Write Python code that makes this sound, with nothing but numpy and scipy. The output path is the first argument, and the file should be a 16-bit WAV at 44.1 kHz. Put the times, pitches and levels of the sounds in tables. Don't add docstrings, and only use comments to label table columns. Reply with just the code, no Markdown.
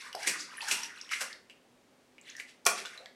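import sys
import numpy as np
from scipy import signal
from scipy.fft import rfft, irfft, next_fast_len
from scipy.io import wavfile

SR = 44100
rng = np.random.default_rng(int(sys.argv[2]) if len(sys.argv) > 2 else 0)


def wav_out(sig):
    wavfile.write(sys.argv[1], SR, np.round(np.clip(np.atleast_2d(sig).T, -1, 1) * 32767).astype(np.int16))


N = 138915
TIME = np.arange(N) / SR


def from_db(db):
    return 10 ** (np.asarray(db) / 20)


def rms_one(x):
    return x / np.sqrt(np.mean(x ** 2) + 1e-20)


def at_hz(points, hz):
    table = np.array(points)
    return np.interp(np.log(hz + 1e-9), np.log(table[:, 0]), table[:, 1])


def colour(x, spectrum):
    size = 2 * next_fast_len(len(x))
    hz = np.arange(size // 2 + 1) * SR / size
    gain = rms_one(from_db(at_hz(spectrum, hz)))
    cepstrum = irfft(np.log(gain))
    cepstrum[1:size // 2] *= 2
    cepstrum[size // 2 + 1:] = 0
    response = np.exp(rfft(cepstrum))
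    return irfft(rfft(x, size) * response)[:len(x)]


def octave_band(centre_hz, half_width_oct):
    return centre_hz * 2 ** (half_width_oct * np.array([-1, 1]))


def bandpass(x, band_hz):
    return signal.sosfilt(signal.butter(2, band_hz, "band", fs=SR, output="sos"), x)


def add(out, start_s, sound):
    i = int(start_s * SR)
    if 0 <= i < len(out):
        out[i:i + len(sound)] += sound[:len(out) - i]


def swell(t, rise_s, fall_s):
    exponent = np.where(t < 0, t / rise_s, -t / fall_s)
    return np.exp(np.maximum(exponent, -40))


def grains(per_s, spread_db, size=N):
    born = rng.random(size) < per_s / SR
    level = from_db(spread_db * np.clip(rng.standard_normal(size), -2, 2))
    return rms_one(born * level * rng.choice([-1, 1], size))


def resonance(x, hz, width_hz):
    r = np.exp(-np.pi * width_hz / SR)
    zeros = np.array([1, 0, -1]) * (1 - r * r) / 2
    poles = [1, -2 * r * np.cos(2 * np.pi * hz / SR), r * r]
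    return signal.lfilter(zeros, poles, x)


# hz [Hz], density_db [dB per Hz]
RUMBLE_SPECTRUM = [(25, -14), (50, -23), (80, -8), (250, -1.5), (420, 0), (1300, -10), (2200, -11.5),
                   (9000, -21.5), (15500, -33)]
# hz [Hz], level_db [dB rms]
LOW_RESONANCES = [(251, -74.5), (383, -82), (551, -82)]
# peak_s [s], half_length_s [s], level_db [dB rms at peak], pitch_hz [Hz]
HUM = (1.974, 0.17, -71.5, 254)
RUMBLE_DB, RESONANCE_WIDTH_HZ = -65.5, 8


def background():
    out = from_db(RUMBLE_DB) * colour(rng.standard_normal(N), RUMBLE_SPECTRUM)
    for hz, level_db in LOW_RESONANCES:
        ring = resonance(rng.standard_normal(N), hz, RESONANCE_WIDTH_HZ)
        out += from_db(level_db) * rms_one(ring)
    peak_s, half_length_s, level_db, pitch_hz = HUM
    hum = rms_one(np.sin(2 * np.pi * pitch_hz * TIME))
    envelope = np.exp(-((TIME - peak_s) / half_length_s) ** 2)
    return out + from_db(level_db) * envelope * hum


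PINCH_CYCLES = 1


def bubble(hz, t60_s, rise_share):
    t = TIME[:int(t60_s * SR) + 2]
    pinch = 1 - np.exp(-(t * hz / PINCH_CYCLES) ** 2)
    decay = from_db(-60 * t / t60_s)
    cycles = hz * (t + rise_share * t * t / (2 * t60_s))
    return pinch * decay * np.sin(2 * np.pi * cycles)


BUBBLE_T60_CYCLES, BUBBLE_RISE_SHARE, BUBBLE_SIZE_DB = 32.4, 0.079, 1


def bubble_cloud(peak_s, rise_s, fall_s, centre_hz, spread_oct, count=64):
    out = np.zeros(N)
    place = (np.arange(count) + rng.random(count)) / count
    births_s = 2.5 * (place * (rise_s + fall_s) - rise_s)
    variations = np.sqrt(3) * rng.uniform(-1.025, 1, (count, 2))
    for birth_s, (size, pitch) in zip(births_s, variations):
        hz = centre_hz * 2 ** (spread_oct * pitch)
        level = from_db(BUBBLE_SIZE_DB * size) * np.sqrt(hz / centre_hz)
        ring = bubble(hz, BUBBLE_T60_CYCLES / hz, BUBBLE_RISE_SHARE)
        add(out, peak_s + birth_s, level * swell(birth_s, rise_s, fall_s) * ring)
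    swell_energy = SR * (rise_s + fall_s) / 2
    return out * np.sqrt(swell_energy / (np.sum(out ** 2) + 1e-20))


# peak_s [s], rise_s [s], fall_s [s],
# bubbles_db [dB], bubble_hz [Hz], spread_oct [octaves], fizz_db [dB]
STIR_EVENTS = [(.01, 0.031, 0.034, -50, 2800, 0.54, -51), (.07, 0.042, 0.03, -47, 1543, 0.36, -53.5),
               (.2, 0.029, 0.062, -50.5, 786, 0.053, -52), (.236, 0.026, 0.029, -43, 2170, 0.28, -44.5),
               (.345, 0.014, 0.028, -39, 1656, 0.3, -59), (0.402, 0.019, 0.034, -42, 5230, 0.26, -44.5),
               (0.54, 0.06, 0.055, -49, 1698, 0.49, -55.5), (.628, .014, 0.053, -44.5, 892, 0.051, -44),
               (0.679, 0.02, 0.05, -44.5, 1526, 0.15, -43), (0.801, 0.039, 0.043, -51.5, 940, 0.1, -51),
               (.84, 0.028, .022, -47, 2790, 0.14, -44.5), (.903, 0.017, 0.027, -46.5, 1635, .18, -66),
               (0.964, 0.015, 0.11, -52.5, 2190, 0.6, -57), (1.119, 0.0077, 0.048, -52, 1460, 0.08, -37),
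               (1.238, 0.017, 0.036, -52.5, 1054, 0.13, -52), (1.309, 0.0067, 0.022, -47, 1850, 0.1, -60),
               (1.508, .005, 0.011, -54.5, 2730, .13, -63), (2.288, 0.025, .03, -49, 2700, 0.393, -56.5),
               (2.388, 0.024, 0.017, -53.5, 1790, 0.12, -58.5),
               (2.491, 0.011, 0.023, -58.5, 3140, 0.23, -55.5), (2.703, 0.014, 0.026, -41.5, 970, 0.5, -68),
               (2.785, 0.018, 0.023, -46, 2320, 0.14, -38),
               (2.863, 0.0058, 0.024, -48.5, 2430, 0.46, -48.5),
               (2.935, 0.031, 0.064, -52, 1813, 0.34, -57), (3.005, 0.028, 0.044, -53, 607, 0.2, -83)]
# hz [Hz], density_db [dB per Hz]
FIZZ_SPECTRUM = [(150, -49), (700, -17.5), (1800, 9.5), (3800, -2.5), (5600, 3.5), (7500, -13), (9600, -3),
                 (13000, -18), (15500, -45)]
FIZZ_GRAINS_PER_S, FIZZ_GRAIN_SPREAD_DB = 2000, 4.0
DROPLET_HZ, DROPLET_SPREAD_OCT = 5240, 0.435
DROPLET_POWER_SHARE = 0.4


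def stirs():
    rings, foam = np.zeros((2, N))
    for peak_s, rise_s, fall_s, bubbles_db, bubble_hz, spread_oct, fizz_db in STIR_EVENTS:
        rings += from_db(bubbles_db) * bubble_cloud(peak_s, rise_s, fall_s, bubble_hz, spread_oct)
        droplets = bubble_cloud(peak_s, rise_s, fall_s, DROPLET_HZ, DROPLET_SPREAD_OCT)
        rings += from_db(fizz_db) * np.sqrt(DROPLET_POWER_SHARE) * droplets
        foam_swell = swell(TIME - peak_s, rise_s, fall_s)
        foam += from_db(fizz_db) * np.sqrt(1 - DROPLET_POWER_SHARE) * foam_swell
    return rings + colour(foam * grains(FIZZ_GRAINS_PER_S, FIZZ_GRAIN_SPREAD_DB), FIZZ_SPECTRUM)


def snap(decay_s, band_hz=None):
    fade = np.exp(-TIME[:SR // 100] / decay_s)
    burst = rng.standard_normal(len(fade)) * fade
    if band_hz is not None:
        burst = bandpass(burst, band_hz)
    return burst * np.sqrt(np.sum(fade ** 2) / np.sum(burst ** 2))


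# start_s [s], ring_db [dB], pitch_hz [Hz], t60_s [s], tick_db [dB]
DROP_EVENTS = [(0.129, -43, 2850, 0.043, -35.5), (.149, -28.5, 732, 0.043, -30.5),
               (.151, -25.5, 5000, 0.0042, -37.5), (0.231, -34.5, 5700, 0.015, -38),
               (0.248, -29, 1700, 0.021, -44), (0.406, -33.5, 5140, 0.014, -60),
               (.571, -42, 9980, 0.073, -54), (0.581, -33.5, 1793, 0.041, -44),
               (0.607, -27.5, 2630, 0.021, -44), (0.617, -34, 4360, 0.022, -41),
               (0.833, -31, 5630, 0.028, -36.5), (1.013, -30.5, 5490, 0.0092, -50),
               (1.092, -36.5, 2930, 0.012, -41.5), (1.114, -32, 1336, 0.073, -51),
               (1.133, -28.5, 2080, 0.047, -42), (1.214, -41, 587.5, 0.052, -38),
               (1.329, -21.5, 4630, 0.0024, -48), (1.498, -42, 2740, 0.018, -46.5),
               (2.182, -37.5, 2360, 0.0074, -57), (2.213, -42, 7130, 0.0052, -65),
               (2.299, -37.5, 6100, 0.013, -58), (2.351, -42.5, 1794, 0.071, -45.5),
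               (2.366, -36.5, 5670, 0.0092, -47.5), (2.399, -34, 1982, 0.039, -33),
               (2.653, -29, 5900, 0.0084, -33), (2.852, -39, 1489, 0.056, -33),
               (2.857, -36.5, 3440, 0.037, -36), (2.976, -43, 4010, 0.069, -47),
               (3.059, -50, 1950, 0.077, -36)]
DROP_RISE_SHARE = 0.092
TICK_DECAY_S, TICK_HALF_WIDTH_OCT, TICK_CENTRE_RATIO = 0.0012, 0.86, 1.12
SATELLITE_DB, SATELLITE_SPREAD_OCT = -8, 0.133
SATELLITE_MAX_DELAY_CYCLES = 14


def drops(count=4):
    out = np.zeros(N)
    for start_s, ring_db, pitch_hz, t60_s, tick_db in DROP_EVENTS:
        band_hz = octave_band(pitch_hz * TICK_CENTRE_RATIO, TICK_HALF_WIDTH_OCT)
        band_hz = np.minimum(band_hz, [SR / 4, SR / 3])
        add(out, start_s, from_db(tick_db) * snap(TICK_DECAY_S, band_hz))
        add(out, start_s, from_db(ring_db) * bubble(pitch_hz, t60_s, DROP_RISE_SHARE))
        for late, detune in zip(rng.random(count), rng.standard_normal(count)):
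            delay_s = late * SATELLITE_MAX_DELAY_CYCLES / pitch_hz
            satellite_hz = pitch_hz * 2 ** (SATELLITE_SPREAD_OCT * detune)
            satellite = bubble(satellite_hz, t60_s, DROP_RISE_SHARE)
            add(out, start_s + delay_s, from_db(ring_db + SATELLITE_DB) * satellite)
    return out


SPATTER_GRAINS_PER_S, SPATTER_GRAIN_SPREAD_DB = 7700, 3.5
CLUMP_SPREAD_DB, CLUMPS_PER_S = 2.5, 160


def spatter():
    knots = rng.standard_normal(int(N / SR * CLUMPS_PER_S) + 2)
    clumps = np.interp(TIME * CLUMPS_PER_S, np.arange(len(knots)), np.clip(knots, -2, 2))
    water = grains(SPATTER_GRAINS_PER_S, SPATTER_GRAIN_SPREAD_DB)
    return rms_one(from_db(CLUMP_SPREAD_DB * clumps) * water)


# hit_s [s], rise_s [s], fall_s [s], crack_db [dB], thump_db [dB],
# plunge_db [dB], churn_db [dB], churn_hz [Hz], spray_db [dB]
SLAP_EVENTS = [(0.274, 0.0057, 0.024, -28, -46.5, -41, -29, 2150, -26),
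               (0.684, 0.005, 0.045, -29, -60, -51, -43, 1496, -37),
               (0.713, 0.0027, 0.025, -26.5, -54.5, -44.5, -31, 2700, -28.5),
               (1.135, 0.016, 0.013, -44, -71, -72, -33, 2270, -50),
               (1.215, 0.0074, 0.016, -33, -55.5, -42, -35.5, 1670, -32),
               (2.402, 0.0077, 0.012, -41, -85, -68, -50.5, 2150, -47),
               (2.665, 0.0024, 0.015, -6, -44, -23, -31.5, 2200, -22.5)]
# hz [Hz], density_db [dB per Hz]
CRACK_SPECTRUM = [(100, -52), (450, 3.5), (1250, -4), (1750, -15), (2400, 10.5), (3500, -31), (5100, 16.5),
                  (7500, 4), (12500, -4), (15500, -35)]
THUMP_SPECTRUM = [(60, -39), (130, -12.5), (260, 7.5), (400, 6), (900, -17.5)]
PLUNGE_SPECTRUM = [(100, -31), (300, -20), (540, -0.5), (1380, 6.5), (1750, -4.5), (3000, -23)]
SPRAY_SPECTRUM = [(150, -29), (1000, -31), (2500, 4), (4000, 0.5), (5500, 4), (7500, 2.5), (9600, 0.5),
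                  (10900, -8.5), (12500, -7), (14000, -27), (15500, -67)]
CRACK_DECAY_S = 0.00062
THUMP_FALL_RATIO = 1.23
CHURN_HALF_WIDTH_OCT = 0.2
TRAPPED_AIR_DB, TRAPPED_AIR_SPREAD_OCT = -5.5, 0.258


def slaps():
    cracks, thump, plunge, spray, out = np.zeros((5, N))
    for (hit_s, rise_s, fall_s, crack_db, thump_db,
         plunge_db, churn_db, churn_hz, spray_db) in SLAP_EVENTS:
        force = swell(TIME - hit_s, rise_s, fall_s)
        add(cracks, hit_s, from_db(crack_db) * snap(CRACK_DECAY_S))
        thump += from_db(thump_db) * swell(TIME - hit_s, rise_s, fall_s * THUMP_FALL_RATIO)
        plunge += from_db(plunge_db) * force
        spray += from_db(spray_db) * force
        band_hz = octave_band(churn_hz, CHURN_HALF_WIDTH_OCT)
        churn = force * rms_one(bandpass(spatter(), band_hz))
        trapped_air = bubble_cloud(hit_s, rise_s, fall_s, churn_hz, TRAPPED_AIR_SPREAD_OCT)
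        out += from_db(churn_db) * (churn + from_db(TRAPPED_AIR_DB) * trapped_air)
    out += colour(thump * spatter(), THUMP_SPECTRUM)
    out += colour(plunge * spatter(), PLUNGE_SPECTRUM)
    out += colour(spray * spatter(), SPRAY_SPECTRUM)
    return out + colour(cracks, CRACK_SPECTRUM)


# hz [Hz], t60_s [s]
TAIL_T60 = [(150, 1), (600, 0.42), (2000, 0.37), (8500, 0.31), (15000, 0.13)]
# hz [Hz], level_db [dB]
TAIL_COLOUR = [(100, 3), (600, 0.5), (2000, 1.54), (5500, -0.1), (15000, 7)]
TAIL_DB, TAIL_BUILD_S = -4.5, 0.0033
TUB_DB, TUB_DECAY_S, TUB_ECHOES_PER_S = -15, 0.0074, 900


def bathroom_response():
    t = TIME[:SR]
    white = rfft(rng.standard_normal(SR))
    hz = np.arange(SR // 2 + 1)
    edges_hz = np.geomspace(50, 18000, 15)
    tail = np.zeros(SR)
    for low_hz, high_hz in zip(edges_hz, edges_hz[1:]):
        centre_hz = np.sqrt(low_hz * high_hz)
        band = irfft(white * (hz >= low_hz) * (hz < high_hz), SR)
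        fade = from_db(-60 * t / at_hz(TAIL_T60, centre_hz))
        tail += band * fade * from_db(at_hz(TAIL_COLOUR, centre_hz))
    tail *= 1 - np.exp(-t / TAIL_BUILD_S)
    early = grains(TUB_ECHOES_PER_S, 3.2, size=SR) * np.exp(-t / TUB_DECAY_S) * (t > 0.001)
    response = (from_db(TAIL_DB) * rms_one(tail) + from_db(TUB_DB) * rms_one(early)) / np.sqrt(SR)
    response[0] += 1
    return response


def scene():
    room, floor = bathroom_response(), background()
    water = slaps() + stirs() + drops()
    return (signal.fftconvolve(water, room)[:N] + floor)[None]


CUTOFF_HZ = 15800


def record(dry):
    lowpass = signal.ellip(10, 0.2, 80, CUTOFF_HZ, fs=SR, output="sos")
    return signal.sosfilt(lowpass, dry)


dry = scene()
out = record(dry)
wav_out(out)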